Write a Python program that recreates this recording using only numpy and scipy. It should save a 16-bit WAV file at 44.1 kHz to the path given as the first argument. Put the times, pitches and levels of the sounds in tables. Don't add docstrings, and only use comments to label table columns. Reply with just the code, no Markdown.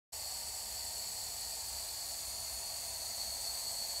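import sys
import numpy as np
from scipy import signal
from scipy.fft import rfft, irfft, next_fast_len
from scipy.io import wavfile
from scipy.ndimage import map_coordinates

SR = 44100
rng = np.random.default_rng(int(sys.argv[2]) if len(sys.argv) > 2 else 0)


def generate_wav(signal):
    frames = np.transpose(np.atleast_2d(signal))
    scaled = np.clip(frames, -1, 1) * 32767
    pcm = np.round(scaled).astype(np.int16)
    wavfile.write(sys.argv[1], SR, pcm)


N = 176400

# frequency in Hz, level in dB per Hz.
JET_SPECTRUM = [(300, -104), (1100, -91), (1450, -97), (1900, -91), (2400, -93), (3000, -92.5),
                (3300, -91.5), (3800, -91), (5200, -86), (5500, -85), (6400, -84.5), (7400, -84.5),
                (8900, -89), (10000, -88.5), (10400, -88), (11500, -87.5), (12100, -87), (12900, -85.5),
                (13600, -93), (14700, -91), (15700, -96)]
# centre in Hz, nominal width in Hz, peak level in dB per Hz.
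CAVITY_RESONANCES = [(3470, 106, -90), (4304, 254, -77), (4400, 120, -73), (4616, 172, -73.5),
                     (6844, 83, -77), (7930, 485, -76), (8380, 310, -85.5), (9283, 185, -76.5),
                     (9610, 450, -85)]
# time in seconds, extra level in dB.
WHISTLE_LEVELS = [(.12, -1.5), (2, 0.3), (2.6, -1), (3.2, 1.35), (4, -0.4)]
# frequency in Hz, level in dB per Hz.
FIREBOX_SPECTRUM = [(130, -93.5), (160, -94.5), (195, -92), (230, -94.5), (330, -98), (480, -91),
                    (600, -86.5), (680, -79.5), (740, -82), (850, -84.5), (980, -86), (1080, -96.5),
                    (1500, -106)]
# time in seconds, rush gain in dB, cavity gain in dB.
MIC_APPROACH = [(.12, 0, 0), (1.1, -0.5, -0.3), (2, -0.2, -0.9), (2.7, 0.1, -0.1), (3.2, 0.6, 0),
                (4, 1, 1.2)]
# time in seconds, lag behind the direct sound in ms.
WORKTOP_LAG = [(.12, .401), (1.1, .404), (2, .42), (2.5, .434), (3, .457), (3.5, .473), (4, .476)]
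# frequency in Hz, time to fall 60 dB in seconds.
KITCHEN_DECAY = [(200, 0.37), (2000, 0.38), (8000, 0.2), (15000, .18)]
# frequency in Hz, level in dB per Hz.
RUMBLE_SPECTRUM = [(22, -110), (36, -79), (48, -82.5), (66, -74), (86, -84), (115, -89.5), (150, -106)]

SPUTTER_DB, SPUTTER_PER_S = 0.27, 320
FLUTTER_DB, FLUTTER_PER_S = 0.37, 25
WHISTLE_BELOW_HZ, WHISTLE_FLUTTER_DB = 5500, 0.63
KITCHEN_DB = -7


def amp(db):
    return 10 ** (np.asarray(db) / 20)


def along(points, hz):
    freqs, values = np.transpose(points)
    return np.interp(np.log(hz + 1), np.log(freqs + 1), values)


def curves(rows):
    times, *columns = np.transpose(rows)
    return [np.interp(np.arange(N) / SR, times, column) for column in columns]


def wobble(per_s):
    return map_coordinates(rng.standard_normal(N // 10), [np.arange(N) * per_s / SR], mode="mirror")


def filtered(x, response):
    size = next_fast_len(N + SR // 2)
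    return irfft(rfft(x, size) * response(np.fft.rfftfreq(size, 1 / SR)), size)[..., :N]


def noise(density):
    return filtered(rng.standard_normal(N) * np.sqrt(SR / 2), density)


def band(points):
    def density(hz):
        skirts = np.minimum(hz / points[0][0], 1) * np.minimum(points[-1][0] / (hz + 1), 1)
        return amp(along(points, hz)) * skirts ** 2
    return noise(density)


def ringing(rows):
    def density(hz):
        peaks = [amp(db) / (1 + ((hz - centre) / (0.65 * width)) ** 2) for centre, width, db in rows]
        return np.linalg.norm(peaks, axis=0)
    return noise(density)


def cavities():
    whistle_db, = curves(WHISTLE_LEVELS)
    flutter_db = WHISTLE_FLUTTER_DB * wobble(FLUTTER_PER_S)
    whistle = ringing([row for row in CAVITY_RESONANCES if row[0] < WHISTLE_BELOW_HZ])
    upper = ringing([row for row in CAVITY_RESONANCES if row[0] >= WHISTLE_BELOW_HZ])
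    return amp(whistle_db + flutter_db) * whistle + upper


def steam_jet(rush_db, cavity_db):
    flow_db = SPUTTER_DB * wobble(SPUTTER_PER_S) + FLUTTER_DB * wobble(FLUTTER_PER_S)
    rush = amp(rush_db) * band(JET_SPECTRUM)
    ring = amp(cavity_db) * cavities()
    return amp(flow_db) * (rush + ring)


def firebox(rush_db):
    return amp(rush_db / 2) * band(FIREBOX_SPECTRUM)


def worktop_reflection(x, lag_ms, strength=0.32, low_cut_hz=4960):
    bright = filtered(x, lambda hz: hz / np.hypot(hz, low_cut_hz))
    return strength * map_coordinates(bright, [np.arange(N) - lag_ms * SR / 1000])


def kitchen_tail():
    hz, t, spectrum = signal.stft(rng.standard_normal(SR // 2), SR, nperseg=256)
    decay = amp(-60 * t / along(KITCHEN_DECAY, hz)[:, None])
    tail = signal.istft(spectrum * decay, SR, nperseg=256)[1]
    return tail / np.linalg.norm(tail)


def kitchen_reverb(x, spot_every_s=0.9):
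    position = np.arange(N) / SR / spot_every_s
    reverb = np.zeros(N)
    for spot in range(int(position[-1]) + 2):
        crossfade = np.sqrt(np.maximum(1 - abs(position - spot), 0))
        reverb += crossfade * signal.fftconvolve(x, kitchen_tail())[:N]
    return reverb


def room_tone(hum_hz=99.8, hum_db=-70.5, waver_db=3):
    hum = np.sqrt(2) * np.sin(2 * np.pi * hum_hz * np.arange(N) / SR)
    return band(RUMBLE_SPECTRUM) + amp(hum_db + waver_db * wobble(per_s=7.3)) * hum


def scene():
    rush_db, cavity_db = curves(MIC_APPROACH)
    lag_ms, = curves(WORKTOP_LAG)
    engine = steam_jet(rush_db, cavity_db) + firebox(rush_db)
    close = engine + worktop_reflection(engine, lag_ms)
    room_gain = amp(KITCHEN_DB)
    mono = (close + room_gain * kitchen_reverb(engine)) / np.hypot(1, room_gain)
    mono += room_tone()
    return np.array([mono, mono])


def record(dry, start_s=0.121, rise_s=0.013, top_hz=15740):
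    fade = np.clip((np.arange(N) / SR - start_s) / rise_s, 0, 1)
    return filtered(dry * fade, lambda hz: hz < top_hz)


dry = scene()
out = record(dry)
generate_wav(out)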